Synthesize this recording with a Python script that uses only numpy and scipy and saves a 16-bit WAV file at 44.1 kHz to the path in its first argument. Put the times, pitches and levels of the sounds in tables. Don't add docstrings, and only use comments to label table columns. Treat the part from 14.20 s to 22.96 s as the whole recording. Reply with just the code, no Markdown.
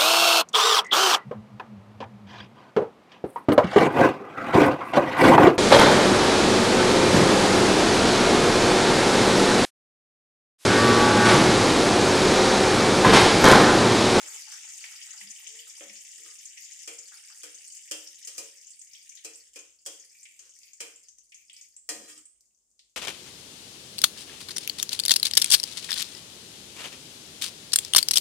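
import sys
import numpy as np
from scipy import signal
from scipy.fft import rfft, irfft, next_fast_len
from scipy.io import wavfile
from scipy.ndimage import uniform_filter1d

SR = 44100
rng = np.random.default_rng(int(sys.argv[2]) if len(sys.argv) > 2 else 0)


def unload_audio(sound):
    columns = np.transpose(np.atleast_2d(sound))
    steps = np.round(np.clip(columns, -1, 1) * 32767)
    wavfile.write(sys.argv[1], SR, steps.astype(np.int16))


N = 386316

# t/s, level/dB
BOIL = [(0.0, -47), (1.61, -51), (3.68, -53), (4.17, -52), (4.68, -59), (5.0, -53), (5.41, -61),
        (5.63, -66), (5.8, -57), (6.17, -64), (6.4, -60), (6.78, -62), (7.07, -71), (7.41, -59),
        (7.66, -73), (7.91, -58), (8.2, -74.5), (8.76, -80)]
FULL_BOIL_DB = -47
# f/Hz, level/dB (per Hz)
FIZZ_COLOUR = [(2500, -37.5), (4200, -11.5), (4800, -3), (6000, -5), (6800, -1.5), (8400, -4), (9500, -8),
               (11000, -12), (13000, -7.5), (15500, -8)]
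BUBBLE_COLOUR = [(300, -23.5), (650, -25), (850, -43), (1300, -26), (1600, -7), (1900, 1), (2400, 3),
                 (3200, 6.5), (3900, 6.5), (5000, -18.5)]
SPLUTTER_COLOUR = [(300, -26.5), (600, -18.5), (720, -14), (840, 1.5), (1000, -9), (1300, 1.5), (1700, 3),
                   (2500, -13.5)]
HISS_COLOUR = [(1500, -26.5), (4200, -18), (7300, 1), (12000, -21)]
FIZZ_OFFSET_DB, FIZZ_FALL = 3.5, 1.17
BUBBLE_DB, BUBBLE_FALL = -51.5, 1.6
SPLUTTER_DB, SPLUTTER_FALL = -63, 3.5


def sizzle():
    boil_db, = curves(BOIL)
    drop_db = boil_db - FULL_BOIL_DB
    fizz_db = FULL_BOIL_DB + FIZZ_OFFSET_DB + FIZZ_FALL * drop_db
    fine = bubbles(fizz_db, most_per_s=480, pitch_hz=7300, spread=0.22,
                   cycles=3, size_db=4.5, spectrum=FIZZ_COLOUR)
    large = bubbles(BUBBLE_DB + BUBBLE_FALL * drop_db, most_per_s=380, pitch_hz=2370, spread=0.28,
                    cycles=1.96, size_db=3.0, spectrum=BUBBLE_COLOUR)
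    deep = bubbles(SPLUTTER_DB + SPLUTTER_FALL * drop_db, most_per_s=60, pitch_hz=1200, spread=0.33,
                   cycles=1.5, size_db=5, spectrum=SPLUTTER_COLOUR)
    hiss = amp(-74) * unit(coloured(rng.standard_normal((2, N)), HISS_COLOUR))
    return fine + large + deep + hiss


def bubbles(level_db, most_per_s, pitch_hz, spread, cycles, size_db, spectrum, count=160):
    level_db = np.pad(level_db, (SR // 2, 0), "edge")
    n = len(level_db)
    rate = most_per_s * amp(level_db - level_db.max()) ** 0.7
    start = np.flatnonzero(rng.random(n) < rate / SR)
    draw = rng.standard_normal((len(start), 3))
    hz = np.clip(pitch_hz * np.exp(spread * draw[:, :1]), 500, 15000)
    size = amp(level_db[start] + size_db * np.clip(draw[:, 1], -2, 1.5)) / np.sqrt(rate[start])
    turns = hz * np.arange(count) / SR
    tones = np.sin(2 * np.pi * turns) * np.exp(-turns / cycles)
    grains = size[:, None] * np.sqrt(hz) * tones
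    out = np.zeros((2, n))
    for spot in np.array_split(np.argsort(draw[:, 2]), 3):
        places = (start[spot, None] + np.arange(count)).ravel()
        dry = np.bincount(places, grains[spot].ravel(), n + count)[None, :n]
        echo = answer(direct=11, wok_t60=0.1, room_db=-8, room_t60=0.45)
        out += signal.oaconvolve(dry, echo, axes=1)[:, :n]
    overall = np.sqrt(np.mean(amp(level_db) ** 2))
    return (unit(coloured(out, spectrum)) * overall)[:, -N:]


# t/s, level/dB (before a 4 dB lift), f/Hz
BIG_POPS = [(.12, -65, 6740), (.4988, -59, 6900), (.535, -48.5, 6600), (.6404, -44.5, 2000),
            (.8144, -50, 2900), (.9063, -44.5, 6560), (1.0115, -49, 1890), (1.107, -45.5, 6400),
            (1.2667, -49, 3000), (1.272, -45, 6600), (1.3898, -50, 3160), (1.6972, -53, 2100),
            (2.2545, -45, 6700), (2.3734, -51, 2100), (2.5202, -48, 6550), (2.7869, -44, 6840),
            (3.3454, -49, 6400), (3.477, -50.5, 8400), (3.521, -52, 6900), (3.567, -49, 7240),
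            (3.8724, -47, 5550), (4.0488, -44.5, 6800), (4.4693, -51, 6940), (4.5053, -50.5, 7650),
            (4.592, -51.5, 8030), (4.6145, -49.5, 6800), (4.7332, -52, 5600), (4.7496, -54.5, 3400),
            (4.8929, -48.5, 6340), (4.9516, -50, 6500), (4.972, -55, 3860), (5.155, -51, 7760),
            (5.39, -49, 6530), (5.798, -51.5, 6450), (6.03, -51, 7300), (6.054, -53.5, 2310),
            (6.192, -51.5, 6500), (6.2934, -55.5, 6540), (6.432, -56.5, 4850), (6.5332, -52.5, 6840),
            (6.759, -53.5, 7350), (6.8854, -52.5, 6200), (6.9845, -56.5, 6300), (7.1204, -55.5, 2430),
            (7.1447, -50.5, 6360), (7.2973, -53, 3100), (7.3304, -54, 7950), (7.365, -53.5, 5070),
            (7.4121, -50.5, 6560), (7.5645, -49.5, 7670), (7.9778, -53, 7650), (8.0546, -52, 8340),
            (8.5925, -59.5, 4140)]
# t/s, level/dB (before an 18.5 dB cut)
SEED_SNAPS = [(0.077, -29), (0.3213, -27), (3.55, -29.5), (5.339, -39), (6.389, -35), (6.8364, -40),
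              (8.2081, -42)]
# t/s, level/dB, f/Hz
LEAF_SPLUTTERS = [(0.016, -55, 840), (.076, -51.5, 990), (0.3223, -51, 1590), (0.641, -57, 850),
                  (.934, -58, 1450), (2.919, -54.5, 1530), (3.1, -58, 1210)]
# f/Hz, level/dB (per Hz)
POP_COLOUR = [(1300, -32.5), (1900, 0.5), (3300, 3), (4000, -6), (5000, 2.5), (8500, 8), (11000, -10)]
# f/Hz, level/dB (per Hz)
CRACK_COLOUR = [(2500, -32.5), (4100, -14.5), (4900, -1.5), (6000, 0), (7400, 1.5), (8600, 0), (10500, -12),
                (15500, -18.5)]


def pops():
    out, t = np.zeros((2, N)), seconds(0.01)
    for s, db, hz in [*BIG_POPS, *stray_pops()]:
        cavity = np.cos(2 * np.pi * hz * t) * np.exp(-t / 0.00048)
        echo = answer(direct=3, wok_t60=0.075, room_db=-9, room_t60=0.48)
        pop = coloured(signal.fftconvolve(echo, cavity[None], axes=1), POP_COLOUR)
        add(out, s, amp(db + 4.0) * struck(pop))
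    for s, db in SEED_SNAPS:
        echo = answer(direct=9, wok_t60=0.04, room_db=-9, room_t60=0.45)
        add(out, s, amp(db - 18.5) * struck(coloured(echo, CRACK_COLOUR)))
    for s, db, hz in LEAF_SPLUTTERS:
        echo = answer(direct=3.1, wok_t60=0.053, room_db=-3.0, room_t60=0.38)
        splat = coloured(echo, SPLUTTER_COLOUR)
        splat = filtered(splat, lambda f: amp(favour(f, hz, boost_db=6, octaves=0.45)))
        add(out, s, amp(db) * struck(splat))
    return out


STRAY_PER_S, STRAY_DB, STRAY_SCATTER_DB = 6, -1, 1.5
STRAY_HZ, STRAY_SPREAD = 6470, 0.13


def stray_pops(count=80):
    when, chance = rng.random((count, 2)).T
    size, detune = rng.standard_normal((count, 2)).T
    slot_s = N / SR / count
    s = (np.arange(count) + when) * slot_s
    boil_db = np.interp(s, *np.transpose(BOIL))
    bursts = chance < STRAY_PER_S * amp(boil_db - FULL_BOIL_DB) ** 1.4 * slot_s
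    level_db = boil_db + STRAY_DB + STRAY_SCATTER_DB * size
    hz = STRAY_HZ * np.exp(STRAY_SPREAD * detune)
    return np.column_stack([s, level_db, hz])[bursts]


# t/s, level/dB (reference for the blow's parts), clank level/dB and boom level/dB
# (both relative to it), strongest clank f/Hz, strongest boom f/Hz, pressure after the blow (0-1)
SPATULA_BLOWS = [(1.6077, -49.5, 3.5, 3, 1950, 586, 0.93), (2.6758, -32.5, -9.5, -13.5, 2250, 460, 0.88),
                 (3.2333, -34.5, -12.5, -17.5, 1530, 486, 0.98),
                 (3.7121, -25.5, -11, -18.5, 3000, 535, 0.66), (4.073, -31, -18.5, -30, 2940, 517, 0.83),
                 (4.1801, -27.5, -17.5, -18.5, 2600, 490, 0.99), (5.047, -32.5, -13, -16, 2480, 456, 0.99),
                 (5.359, -37.5, -9, -15, 2510, 440, 1), (5.662, -29, -13.5, -19, 3440, 423, 1),
                 (6.191, -48, -12, -27, 2940, 458, 0.93), (6.6043, -29.5, -10, -17, 2370, 415, 0.66),
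                 (7.69, -24.5, -15.5, -16.5, 1780, 263, 0.09)]
# f/Hz, level/dB
BOWL_MODES = [(214, -15), (294, -3), (315, 2), (330, -5), (412, -9), (441, -4), (460, 1), (478, -4),
              (520, -7), (544, -1), (568, 0), (598, -9), (707, -1), (724, -5), (785, -4), (945, -6),
              (1050, -8)]
BLADE_MODES = [(1222, -7), (1830, -7), (1890, -4), (2266, -8), (2536, -7), (2799, -9), (2982, -10),
               (4095, -1), (4135, -1), (4640, -5), (4935, 2), (5063, -1), (5458, -2), (5990, -3),
               (6756, -2), (7049, 0), (7255, 3), (7499, 5), (7962, 2), (8222, 1), (8330, 2), (8523, 2),
               (9609, -5)]
WALL_MODES = [(1290, -81.5), (1728, -79.5), (1809, -79), (1960, -81), (2078, -79), (2175, -82.5),
              (2280, -76), (2347, -78.5), (2430, -66.5), (2570, -87), (2724, -71), (2902, -80.5),
              (3074, -71), (3190, -67), (3321, -75), (3585, -78.5)]
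# f/Hz, level/dB (per Hz)
CLANK_COLOUR = [(200, -30), (450, -15.5), (950, -10.5), (1400, -3), (1850, -4.5), (2400, -2), (3200, 3),
                (3800, -10.5), (5000, -28)]
THUD_COLOUR = [(30, -24), (130, -16.5), (230, -14.5), (310, 4.5), (390, 8), (560, 11.5), (750, -3.5),
               (1000, -6), (2000, -39.5)]
BOWL_T60, BLADE_T60, WALL_T60 = 0.46, 0.31, 0.37
CRACK_DB, BLADE_DB, PRESS_MUTES_DB = -6.5, -10.5, 5
RATTLE_DB, WALL_DB, THUD_DB, BOWL_DB = -5.5, -4.5, -8.5, -3.5
CHATTER_S, GRAZE_DB, REBOUND_DB = 0.007, -13, -5


def blows():
    out = np.zeros((2, N))
    for s, db, clank_db, boom_db, clank_hz, boom_hz, press in SPATULA_BLOWS:
        graze = amp(GRAZE_DB) * press ** 10
        for delay, gain in [(-CHATTER_S, graze), (0, 1), (CHATTER_S, amp(REBOUND_DB))]:
            echo = answer(direct=2.5, wok_t60=0.08, room_db=-9.5, room_t60=0.48)
            crack = struck(coloured(echo, CRACK_COLOUR))
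            add(out, s + delay, amp(db + CRACK_DB) * gain * crack)
        rattle = coloured(answer(direct=1.5, wok_t60=0.14, room_db=15, room_t60=0.44), CLANK_COLOUR)
        rattle = filtered(rattle, lambda hz: amp(favour(hz, clank_hz, boost_db=7.5, octaves=0.14)))
        thud = coloured(answer(direct=2.4, wok_t60=0.093, room_db=-1.5, room_t60=0.41), THUD_COLOUR)
        boom = ringing(BOWL_MODES, BOWL_T60, boom_hz, boost_db=8.5, press=press)
        swell = 1 - np.exp(-np.arange(boom.shape[1]) / SR / 0.0067)
        blade = ringing(BLADE_MODES, BLADE_T60, clank_hz, boost_db=3, press=press)
        wall = ringing(WALL_MODES, WALL_T60, clank_hz, boost_db=6.5, press=press)
        add(out, s, amp(db + BLADE_DB - PRESS_MUTES_DB * press) * blade)
        add(out, s, amp(db + clank_db + RATTLE_DB) * struck(rattle))
        add(out, s, amp(db + clank_db + WALL_DB) * wall)
        add(out, s, amp(db + boom_db + THUD_DB) * struck(thud))
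        add(out, s, amp(db + boom_db + BOWL_DB) * boom * swell)
    return out


PRESS_DAMPS, PRESS_DETUNES, PRESS_SCATTER_DB = 0.3, 0.012, 3.5


def ringing(modes, t60, centre_hz, boost_db, press):
    t = seconds(0.8)
    hz, db = np.transpose(modes)
    press = np.clip(press, 0, 1)
    hz = hz * (1 + PRESS_DETUNES * press * rng.standard_normal(len(hz)))
    t60 = t60 / (1 + PRESS_DAMPS * press)
    db = db + favour(hz, centre_hz, boost_db, octaves=0.17)
    waves = amp(db[:, None] - 60 * t / t60) * np.exp(2j * np.pi * hz[:, None] * t)
    weights = amp((2 + PRESS_SCATTER_DB * press) * rng.standard_normal((2, len(hz))))
    phases = rng.random(len(hz)) + rng.normal(0, 1, (2, len(hz))) * hz / 18000
    strength = np.sqrt(np.mean(np.sum((weights * amp(db)) ** 2, axis=1)) / 2)
    return (weights * np.exp(2j * np.pi * phases) @ waves).imag / strength


# t/s, length/s, level/dB (reference), bowl rumble level/dB (relative)
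DRY_SCRAPES = [(0, 0.085, -51.5, -13.5), (2.029, 0.079, -52.5, -18.5), (4.084, 0.18, -55.5, -21),
               (6.2, 0.098, -60, -20), (7.702, 0.24, -56, -7.5), (7.871, 0.056, -47.5, -24),
               (7.959, 0.036, -53, -38)]
# t/s, length/s, level/dB
WOK_TAILS = [(4.65, .24, -64), (5.9, .16, -65), (6.06, .14, -66), (6.36, .21, -65), (7.1, .17, -68),
             (7.29, .19, -64)]
# f/Hz, level/dB (per Hz)
TAIL_COLOUR = [(1500, -30), (2000, -6), (2330, 2), (2700, -7), (4000, -16)]
# t/s, length/s, f/Hz, level/dB (before a 1.5 dB cut),
# pitch glide from start to end (relative)
HUMMING_RUBS = [(.03, 0.19, 460, -70, 0), (0.975, 0.18, 211, -65.5, -.05), (1.04, .25, 820, -76, -.04),
                (1.22, 0.3, 455, -65, .08), (1.59, .24, 216, -70, 0), (1.94, 0.2, 327, -73.5, 0),
                (1.93, 0.28, 464, -69, .04), (7.69, .2, 215, -66, 0), (7.74, .19, 298, -60, 0),
                (7.86, 0.21, 314, -64, 0)]


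def strokes():
    out = np.zeros((2, N))
    for s, length, db, rumble_db in DRY_SCRAPES:
        samples = int(length * SR)
        echo = answer(direct=8.3, wok_t60=0.18, room_db=-10.5, room_t60=0.46)
        shake = signal.fftconvolve(slips(length), echo, axes=1)
        for spectrum, gain_db in [(CRACK_COLOUR, -3), (CLANK_COLOUR, -9), (THUD_COLOUR, rumble_db)]:
            rasp = coloured(shake, spectrum)
            add(out, s, amp(db + gain_db) * rasp / rasp[:, :samples].std())
        blade = ringing(BLADE_MODES, BLADE_T60, BLADE_MODES[0][0], boost_db=4, press=0)
        ring = signal.fftconvolve(slips(length), blade, axes=1)
        add(out, s, amp(db + rumble_db / 2) * ring / ring[:, :samples].std())
    for s, length, db in WOK_TAILS:
        echo = answer(direct=4.7, wok_t60=0.094, room_db=-15, room_t60=0.24)
        shake = signal.fftconvolve(slips(length), echo, axes=1)
        swish = coloured(shake, TAIL_COLOUR)
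        add(out, s, amp(db) * swish / swish[:, :int(length * SR)].std())
    for s, length, hz, db, glide in HUMMING_RUBS:
        t = seconds(length)
        pitch = hz * (1 + glide * (t / length - 0.5))
        phase = np.cumsum(2 * np.pi * pitch / SR + 0.04 * rng.standard_normal(len(t)))
        grip = amp(3 * unit(uniform_filter1d(rng.standard_normal(len(t)), SR // 50)))
        swell = np.sin(np.pi * t / length) ** 2
        add(out, s, amp(db - 1.5) * grip * swell * np.sin(phase))
    return out


def slips(length):
    t = seconds(length)
    sizes = rng.standard_normal(len(t)) * amp(5 * rng.standard_normal(len(t)).clip(-2, 1.5))
    catches = rng.random(len(t)) < 900 / SR
    return (sizes * catches * np.sin(np.pi * t / length))[None]


# f/Hz, level/dB (per Hz)
ROOM_COLOUR = [(20, -27.5), (48, 4.5), (80, -4.5), (200, -4.5), (500, -6), (1200, -15.5), (4000, -39),
               (15000, -27)]


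def kitchen():
    hum = amp(-96) * np.sin(2 * np.pi * 49.5 * np.arange(N) / SR)
    return amp(-89.0) * unit(coloured(rng.standard_normal((2, N)), ROOM_COLOUR)) + hum


def answer(direct, wok_t60, room_db, room_t60):
    t = seconds(0.5)
    wok = amp(-60 * t / wok_t60)
    room = amp(room_db - 60 * t / room_t60)
    echo = rng.standard_normal((2, len(t))) * np.hypot(wok, room)
    echo[:, 0] += direct
    return echo


def favour(hz, centre_hz, boost_db, octaves):
    return boost_db * np.exp(-0.5 * (np.log2((hz + 1) / centre_hz) / octaves) ** 2)


def coloured(x, spectrum, size=2048):
    cepstrum = irfft(np.log(amp(along(spectrum, np.fft.rfftfreq(size, 1 / SR)))))
    cepstrum[1:size // 2] *= 2
    cepstrum[size // 2 + 1:] = 0
    kernel = irfft(np.exp(rfft(cepstrum)))
    return signal.fftconvolve(x, kernel[None], axes=1)[:, :x.shape[1]]


def filtered(x, response):
    m = next_fast_len(x.shape[-1] + SR // 10)
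    return irfft(rfft(x, m) * response(np.fft.rfftfreq(m, 1 / SR)), m)[..., :x.shape[-1]]


def along(points, hz):
    f, v = np.transpose(points)
    return np.interp(np.log(hz + 1), np.log(f), v)


def curves(rows):
    s, *columns = np.transpose(rows)
    return [np.interp(np.arange(N) / SR, s, c) for c in columns]


def amp(db):
    return 10 ** (np.asarray(db) / 20)


def unit(x):
    return x / np.sqrt(np.mean(x ** 2) + 1e-20)


def struck(x):
    return x / np.sqrt(np.mean(x[:, :SR // 80] ** 2) + 1e-20)


def seconds(length):
    return np.arange(int(length * SR)) / SR


def add(track, s, sound):
    part = track[:, max(0, round(s * SR)):][:, :sound.shape[-1]]
    part += sound[..., :part.shape[1]]


# f/Hz, left-right correlation
PORT_LIKENESS = [(100, 0.93), (300, 0.86), (600, 0.043), (1200, 0.055), (4000, 0.0041)]


def scene():
    both = sizzle() + pops() + blows() + strokes() + kitchen()

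    def turn(hz):
        return np.arcsin(np.clip(along(PORT_LIKENESS, hz), -1, 1)) / 2

    own_side = filtered(both, lambda hz: np.cos(turn(hz)))
    other_side = filtered(both[::-1], lambda hz: np.sin(turn(hz)))
    return own_side + other_side


# f/Hz, level/dB
PORT_BALANCE = [(2500, 0.5), (4200, 1), (5600, 4.5), (6600, 10), (7400, 1.5), (8500, -11.5), (10000, -6),
                (12500, 0)]
TOP_HZ = 15600


def record(dry):
    def ports(hz):
        gains = amp(np.outer([0.5, -0.5], along(PORT_BALANCE, hz)))
        return gains / np.sqrt(np.mean(gains ** 2, axis=0)) * (hz < TOP_HZ)
    return filtered(dry, ports)


dry = scene()
out = record(dry)
unload_audio(out)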